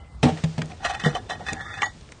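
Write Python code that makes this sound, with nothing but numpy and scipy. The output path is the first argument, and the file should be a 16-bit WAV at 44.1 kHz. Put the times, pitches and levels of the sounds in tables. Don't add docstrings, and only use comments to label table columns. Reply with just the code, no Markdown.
import sys
import numpy as np
from scipy import signal
from scipy.io import wavfile
from scipy.ndimage import uniform_filter1d

SR = 44100
rng = np.random.default_rng(int(sys.argv[2]) if len(sys.argv) > 2 else 0)


def decibels_to_gain(level_db):
    exponent = np.asarray(level_db, float) / 20
    return 10 ** exponent


def master_out(mix):
    frames = np.transpose(np.atleast_2d(mix))
    ceiling = np.clip(frames, -1, 1)
    pcm = np.round(ceiling * 32767).astype(np.int16)
    wavfile.write(sys.argv[1], SR, pcm)


N = 97020

# t/s, boom level/dB, wall level/dB, crack level/dB, rattle decay/s
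KNOCKS = [(0.2298, -14, -14, -20.5, 0.015), (0.244, -27.5, -23.5, -39.5, 0.014),
          (0.252, -10, -21, -34, 0.047), (0.286, -24.5, -34, -38.5, 0.021),
          (0.321, -21.5, -47, -49.5, 0.08), (0.374, -45, -41, -43.5, 0.023), (0.438, -12, -26, -28, 0.0097),
          (.58, -19, -24.5, -34.5, 0.0077), (0.588, -23.5, -31, -41.5, 0.014),
          (.607, -28.5, -35, -53, 0.036), (1.06, -37, -20.5, -37, 0.014), (1.522, -33.5, -30, -40.5, 0.013)]
# f/Hz, level/dB, t60/s
BOOM_MODES = [(94, -21.5, 0.6), (144, -20, 0.21), (159.5, -1, 0.24)]
# f/Hz, level/dB, t60/s
WALL_MODES = [(236.1, -3, 0.17), (310.4, -8.5, 0.13), (430.4, -10, 0.12), (469, -0.5, 0.029),
              (551, -14, 0.087), (650.5, 2, 0.032), (793, -15.5, 0.26), (870, -4, 0.032)]


def knocks():
    s, boom_db, wall_db, crack_db, rattle_s = np.transpose(KNOCKS)
    contact = swell(s, 0.00031, rattle_s)
    wall = body(lambda hz: contact @ decibels_to_gain(wall_db - 27), WALL_MODES)
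    boom = blows(s, boom_db, BOOM_MODES)
    dull_crack = band(rng.standard_normal(N), 510, 3520)
    bright_crack = band(rng.standard_normal(N), 2500, 9100)
    crack = rms_one(dull_crack + 0.22 * bright_crack)
    return above(band(wall - boom, 25, 1700), 61) + crack * (contact @ decibels_to_gain(crack_db))


# t/s, bowl level/dB, shank level/dB, fall/s, favoured bowl f/Hz
CLINKS = [(0.699, -29, -41.5, 0.026, 695), (0.803, -38, -60, 0.011, 694), (0.849, -22.5, -19, 0.021, 742),
          (0.999, -49, -28.5, 0.02, 800), (1.039, -28.5, -26, 0.062, 760), (1.061, -33, -28, 0.0069, 800),
          (1.398, -31.5, -50, 0.017, 730), (1.467, -40, -33.5, 0.0059, 800), (1.151, -18, -26, 0.022, 716),
          (1.298, -17.5, -25.5, 0.022, 689), (1.547, -41.5, -42, 0.0042, 800),
          (1.742, -39, -34.5, 0.011, 800), (1.821, -17, -24.5, 0.0069, 903), (1.829, -23, -30, 0.025, 860),
          (1.861, -31, -36, 0.017, 800)]
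# t/s, bowl level/dB, shank level/dB, fall/s, favoured bowl f/Hz
RUBS = [(0.836, -32.5, -35.5, 0.022, 800), (.89, -38, -35, 0.021, 726), (0.903, -22.5, -27, 0.012, 778),
        (.93, -30.5, -36.5, 0.024, 714), (0.948, -27.5, -28, 0.0084, 713), (.972, -39, -45.5, 0.014, 845),
        (1.332, -32, -36.5, 0.019, 716), (1.354, -39, -44.5, 0.011, 750), (1.413, -31.5, -48, 0.018, 716),
        (1.488, -35.5, -26, 0.023, 800), (1.611, -43.5, -38, 0.013, 800), (1.777, -44, -33.5, 0.0091, 790),
        (1.815, -46, -35, 0.0091, 800)]
# f/Hz, level/dB, t60/s
BOWL_MODES = [(721, -11.5, 0.077), (735, -2, 0.033), (790, -1.5, 0.041), (845, -5, 0.033),
              (969.3, 1.5, 0.098)]
# f/Hz, level/dB, t60/s
SHANK_MODES = [(1159, -6, 0.043), (1296, -5, 0.016), (1453, -5, 0.016), (1686, -5, 0.011),
               (1877, -1.5, 0.032), (1876, -14, 0.051), (2250, -19.5, 0.0077), (2560, -6.5, 0.022),
               (3050, -7, 0.017), (3517, -7.5, 0.021), (4050, -12.5, 0.033), (5910, -11, .012),
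               (7200, -14.5, 0.0034), (8540, -19, 0.0049)]
# t/s, level/dB
DRAG = [(0.779, -64), (.86, -65), (1.02, -44), (1.19, -57.5), (1.219, -64.5), (1.439, -55.5), (1.56, -45),
        (1.66, -43), (1.729, -45.5), (1.8, -45), (1.899, -50)]
# f/Hz, level/dB, t60/s
DRAG_MODES = [(800, -7, 0.066), (1223, -9, 0.032), (1422, -0.5, 0.018), (1720, 0.5, 0.03),
              (1790, -8.5, 0.017), (1900, -1, 0.024), (2570, -13, 0.038), (3572, -4.5, 0.041)]
CLINK_RISE_S, RUB_RISE_SHARE = 0.003, 0.59
FAVOUR_WIDTH_HZ, COLOUR_DB = 56.8, 1.5
GRIT_DB, GRIT_CUT_HZ = -11.5, 5900


def ladle():
    s, bowl_db, shank_db, fall_s, favour_hz = np.transpose(CLINKS + RUBS)
    is_clink = np.arange(len(s)) < len(CLINKS)
    contact = swell(s, np.where(is_clink, CLINK_RISE_S, RUB_RISE_SHARE * fall_s), fall_s)

    drag_s, drag_db = np.transpose(DRAG)
    drag_level = np.interp(np.arange(N) / SR, drag_s, drag_db, left=-90, right=-90)
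    drag = decibels_to_gain(drag_level + 2 * drift(30))

    def bowl_force(hz):
        detuning = (hz - favour_hz) / FAVOUR_WIDTH_HZ
        return contact @ decibels_to_gain(bowl_db - 23.0 - 5.5 * detuning ** 2)

    def shank_force(hz):
        return contact @ decibels_to_gain(shank_db - 24.5 + COLOUR_DB * rng.standard_normal(len(s)))

    bowl = body(bowl_force, BOWL_MODES)
    shank = body(shank_force, SHANK_MODES)
    sung = body(lambda hz: decibels_to_gain(-20) * drag * decibels_to_gain(4.8 * drift(11)), DRAG_MODES)
    rubbing = contact @ decibels_to_gain(shank_db) + 0.31 * drag
    grit = decibels_to_gain(GRIT_DB) * rubbing * rms_one(band(grains(), 500, GRIT_CUT_HZ))
    return above(bowl + shank + sung + grit, 368)


# t/s, f/Hz, level/dB, t60/s
PINGS = [(.2311, 3400, -10.5, 0.0022), (.2312, 435, -18, 0.087), (0.235, 145, -12.5, 0.12),
         (0.8492, 3020, -15.5, .004), (.851, 688, -17.5, 0.055), (.958, 837, -34, 0.17),
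         (1.046, 1913, -23, 0.13), (1.0606, 1903, -26, 0.1), (1.151, 3050, -24, 0.043),
         (1.5316, 6850, -20, 0.0061), (1.0601, 320, -20.5, 0.029), (.233, 860, -19, 0.053),
         (.236, 240, -16.5, 0.22), (.245, 765, -23.5, 0.21), (.26, 243, -15, 0.16),
         (.268, 312, -21.5, 0.24), (.278, 772, -19, 0.14), (.262, 543, -28, 0.18), (.29, 768, -29.5, 0.16),
         (.442, 648, -30, 0.054), (.45, 526, -31, .06), (.62, 155, -24.5, 0.16), (1.3, 708, -26, 0.06),
         (1.735, 2550, -38, 0.05), (.265, 1113, -28.5, 0.11), (1.06, 484, -18.5, 0.18),
         (1.821, 2800, -22.5, 0.036), (1.82, 3050, -24.5, 0.035), (1.83, 6100, -35, .03),
         (1.859, 4400, -34.5, 0.039), (1.857, 6760, -36.5, 0.078), (1.772, 790, -34.5, 0.084),
         (.366, 710, -33.5, 0.043), (.372, 1900, -36, 0.025), (0.433, 2580, -46, 0.012),
         (1.037, 183, -22, 0.22), (1.038, 3050, -26, 0.081), (1.089, 4100, -37.5, 0.044),
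         (1.153, 735, -39, 0.069), (1.519, 89, -19, 0.055), (1.82, 2250, -13, 0.018),
         (1.821, 7200, -31, 0.021), (1.83, 1159, -16, 0.062), (1.835, 6730, -33, 0.14),
         (1.834, 6560, -39, 0.13), (1.831, 1934, -15.5, 0.13)]


def pings():
    return above(sum(blows([s], db, [(hz, 0, t60)]) for s, hz, db, t60 in PINGS), 95)


# t/s, level/dB
TICKS = [(1.0015, -39), (1.016, -31.5), (1.048, -30.5), (1.0625, -41.5), (1.069, -34.5), (1.309, -31),
         (1.466, -33), (1.4855, -22), (1.568, -41), (1.594, -38.5), (1.610, -34), (1.6605, -42),
         (1.69, -39.5), (1.711, -43), (1.7405, -29.5), (1.752, -39), (1.812, -36.5), (1.829, -25),
         (.862, -31), (.903, -36.5), (.95, -40)]
# f/Hz, level/dB, t60/s
TICK_MODES = [(795, -10.5, 0.16), (1496, -13, 0.036), (1727, -2, 0.083), (1873, -3, 0.098),
              (2523, -8, 0.047), (3500, -8.5, 0.046)]
TICK_COLOUR_DB = 3.0


def ticks():
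    s, db = np.transpose(TICKS)
    colour = TICK_COLOUR_DB * rng.standard_normal((len(s), len(TICK_MODES)))
    return sum(blows(s, db + colour[:, k], [mode]) for k, mode in enumerate(TICK_MODES))


# multiple of the final pitch, level/dB
PLOP_OVERTONES = [(1, -0.5), (2.6, -15), (3.15, -17.5), (4.3, -14)]
PLOP_S, PLOP_DB, PLOP_HZ = 1.0597, -7, 145.5
PLOP_GLIDE, PLOP_GLIDE_S = 0.35, 0.008
PLOP_RISE_S, PLOP_T60_S = 0.0017, 0.14


def plop():
    t = np.maximum(np.arange(N) / SR - PLOP_S, 0)
    glide = PLOP_GLIDE * PLOP_GLIDE_S * (1 - np.exp(-t / PLOP_GLIDE_S))
    turns = PLOP_HZ * (t + glide)
    thump = 0
    for multiple, db in PLOP_OVERTONES:
        decay_db = 60 * t / PLOP_T60_S * multiple ** 0.18
        thump = thump + decibels_to_gain(PLOP_DB + db - decay_db) * np.sin(2 * np.pi * multiple * turns)
    return thump * (1 - np.exp(-t / PLOP_RISE_S))


# t/s, level/dB, centre f/Hz, t60/s
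CRACKLES = [(0.618, -26, 1400, 0.019), (0.619, -33, 4100, 0.013), (0.658, -41, 6500, 0.0055),
            (0.718, -41, 1900, 0.019), (1.5323, -19.5, 6900, 0.0035), (1.5325, -27.5, 3000, 0.0083),
            (1.536, -32, 7200, 0.0053), (2.01, -46.5, 3220, .012), (2.09, -47, 2400, 0.012),
            (2.122, -40, 1460, 0.014), (2.119, -42.5, 5700, 0.02)]


def pops():
    out = 0
    for s, db, hz, t60 in CRACKLES:
        burst = rms_one(band(rng.standard_normal(N), hz / 1.7, hz * 1.7))
        out = out + decibels_to_gain(db) * burst * swell(s, 0.00018, t60 / 4)[:, 0]
    return out


ECHO_DB, ECHO_T60_S = -19.5, 0.12


def echoes(x):
    t = np.arange(SR // 2) / SR
    tail = band(rng.standard_normal(len(t)), 380, 4700) * decibels_to_gain(-60 * t / ECHO_T60_S) * (t > .004)
    return decibels_to_gain(ECHO_DB) * signal.fftconvolve(x, tail / np.sqrt(np.sum(tail ** 2)))[:N]


# f/Hz, level/dB, t60/s
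EARLIER = [(800, -52, 0.28), (1348, -59, 0.65), (2040, -60, 5), (2080, -62.5, 1.2), (2980, -56.5, 0.16)]
EARLIER_STOP_S, EARLIER_STOP_WIDTH_S = .18, 0.012


def earlier():
    t = np.arange(N) / SR
    tones = 0
    for hz, db, t60 in EARLIER:
        tones = tones + decibels_to_gain(db - 60 * t / t60) * np.sin(2 * np.pi * (hz * t + rng.random()))
    return tones / (1 + np.exp((t - EARLIER_STOP_S) / EARLIER_STOP_WIDTH_S).clip(0, 1e9))


# t/s, level/dB
RUMBLE = [(0.0, -65), (0.27, -55), (0.4, -43), (0.45, -43), (0.64, -43.5), (1.12, -35.5), (1.47, -43),
          (2.2, -45.5)]


def rumble():
    low = rms_one(band(rng.standard_normal(N), 32, 395))
    level_db = np.interp(np.arange(N) / SR, *np.transpose(RUMBLE))
    return low * decibels_to_gain(level_db - 7.5 + 2.8 * drift(11.3))


# f/Hz, spectral level/dB
AIR = [(20, -23), (40, -7.5), (65, 2), (130, -3), (260, -22), (900, -23), (1500, -31.5), (9800, -43.5)]
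# t/s, level/dB
HISS = [(0.0, -100), (0.28, -37.5), (0.399, -34.5), (0.84, -43), (1.03, -42), (1.26, -43), (1.72, -39),
        (1.87, -40), (2.2, -46.5)]
AIR_DB, HISS_LOW_HZ = -44, 398


def air():
    hz, db = np.transpose(AIR)
    edges = 20 * 2 ** np.arange(0, 9.6, .5)
    white = rng.standard_normal((2, N + SR))
    out = 0
    for k, (low, high) in enumerate(zip(edges, edges[1:])):
        level = np.interp(np.log(low * high) / 2, np.log(hz), db)
        out = out + decibels_to_gain(level + 3.3 * drift(6.7)) * band(white[k % 2], low, high)[SR:]
    hiss = rms_one(band(rng.standard_normal(N), HISS_LOW_HZ, 6070))
    hiss_db = np.interp(np.arange(N) / SR, *np.transpose(HISS)) - 13.5
    return decibels_to_gain(AIR_DB) * rms_one(out) + hiss * decibels_to_gain(hiss_db)


def body(force, modes):
    return sum(decibels_to_gain(db) * ring(grains() * force(hz), hz, t60) for hz, db, t60 in modes)


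def blows(s, db, modes):
    blow = np.zeros(N)
    blow[(np.asarray(s) * SR).astype(int)] = decibels_to_gain(db)
    return sum(decibels_to_gain(level_db) * ring(blow, hz, t60) for hz, level_db, t60 in modes)


def ring(force, hz, t60):
    r, w = decibels_to_gain(-60 / (t60 * SR)), 2 * np.pi * hz / SR
    return signal.lfilter([0, np.sin(w)], [1, -2 * r * np.cos(w), r * r], force + 1e-18)


GRAINS_PER_S, GRAIN_SPREAD_DB = 3500, 4


def grains():
    sizes = decibels_to_gain(GRAIN_SPREAD_DB * np.minimum(rng.exponential(1, N), 4)) * rng.choice([-1, 1], N)
    return rms_one(sizes * (rng.random(N) < GRAINS_PER_S / SR))


FALL_SHAPE = 1.74


def swell(s, rise, fall):
    t = np.arange(N)[:, None] / SR - s
    return np.exp(np.where(t < 0, t / rise, -np.abs(t / fall) ** FALL_SHAPE))


def drift(rate):
    r = np.exp(-80 * np.pi * rate / SR)
    slow = signal.lfilter([1], [1, -2 * r, r * r], rng.standard_normal(N // 40 + 2002))[2000:]
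    return np.interp(np.arange(N) / 40, np.arange(len(slow)), rms_one(slow))


def rms_one(x):
    return x / np.sqrt(np.mean(x ** 2) + 1e-20)


def band(x, low_hz, high_hz):
    edges = [low_hz, min(high_hz, .45 * SR)]
    return signal.sosfilt(signal.butter(2, edges, "band", fs=SR, output="sos"), x)


def above(x, hz):
    return signal.sosfilt(signal.butter(4, hz, "high", fs=SR, output="sos"), x)


def scene():
    near = knocks() + ladle() + pings() + ticks() + plop() + pops()
    return (near + echoes(near) + earlier() + air() + rumble())[None]


MASK_FROM_HZ, MASK_BUSY_DB, MASK_CALM_DB = 2300, -3.5, -6.5


def masked(x):
    hz, _, z = signal.stft(x, SR, nperseg=1024)
    power = uniform_filter1d(np.abs(z) ** 2, size=2, axis=1)
    busy = power[hz > 500].sum(axis=0)
    under_db = np.where(busy > np.median(busy), MASK_BUSY_DB, MASK_CALM_DB)
    local = uniform_filter1d(power, size=5, axis=0)
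    neighbours = uniform_filter1d(power, size=41, axis=0)
    weak = local < decibels_to_gain(2 * under_db) * neighbours
    dropped = weak & (hz[:, None] > MASK_FROM_HZ)
    return signal.istft(z * ~dropped, SR, nperseg=1024)[1][:N]


def roll_off(x):
    return signal.sosfilt(signal.butter(12, 9800, fs=SR, output="sos"), x)


CUTOFF_HZ = 9900


def record(dry):
    top_cut = signal.cheby2(16, 50, CUTOFF_HZ, fs=SR, output="sos")
    mix = signal.sosfilt(top_cut, masked(dry[0])[None])
    return roll_off(mix)


dry = scene()
out = record(dry)
master_out(out)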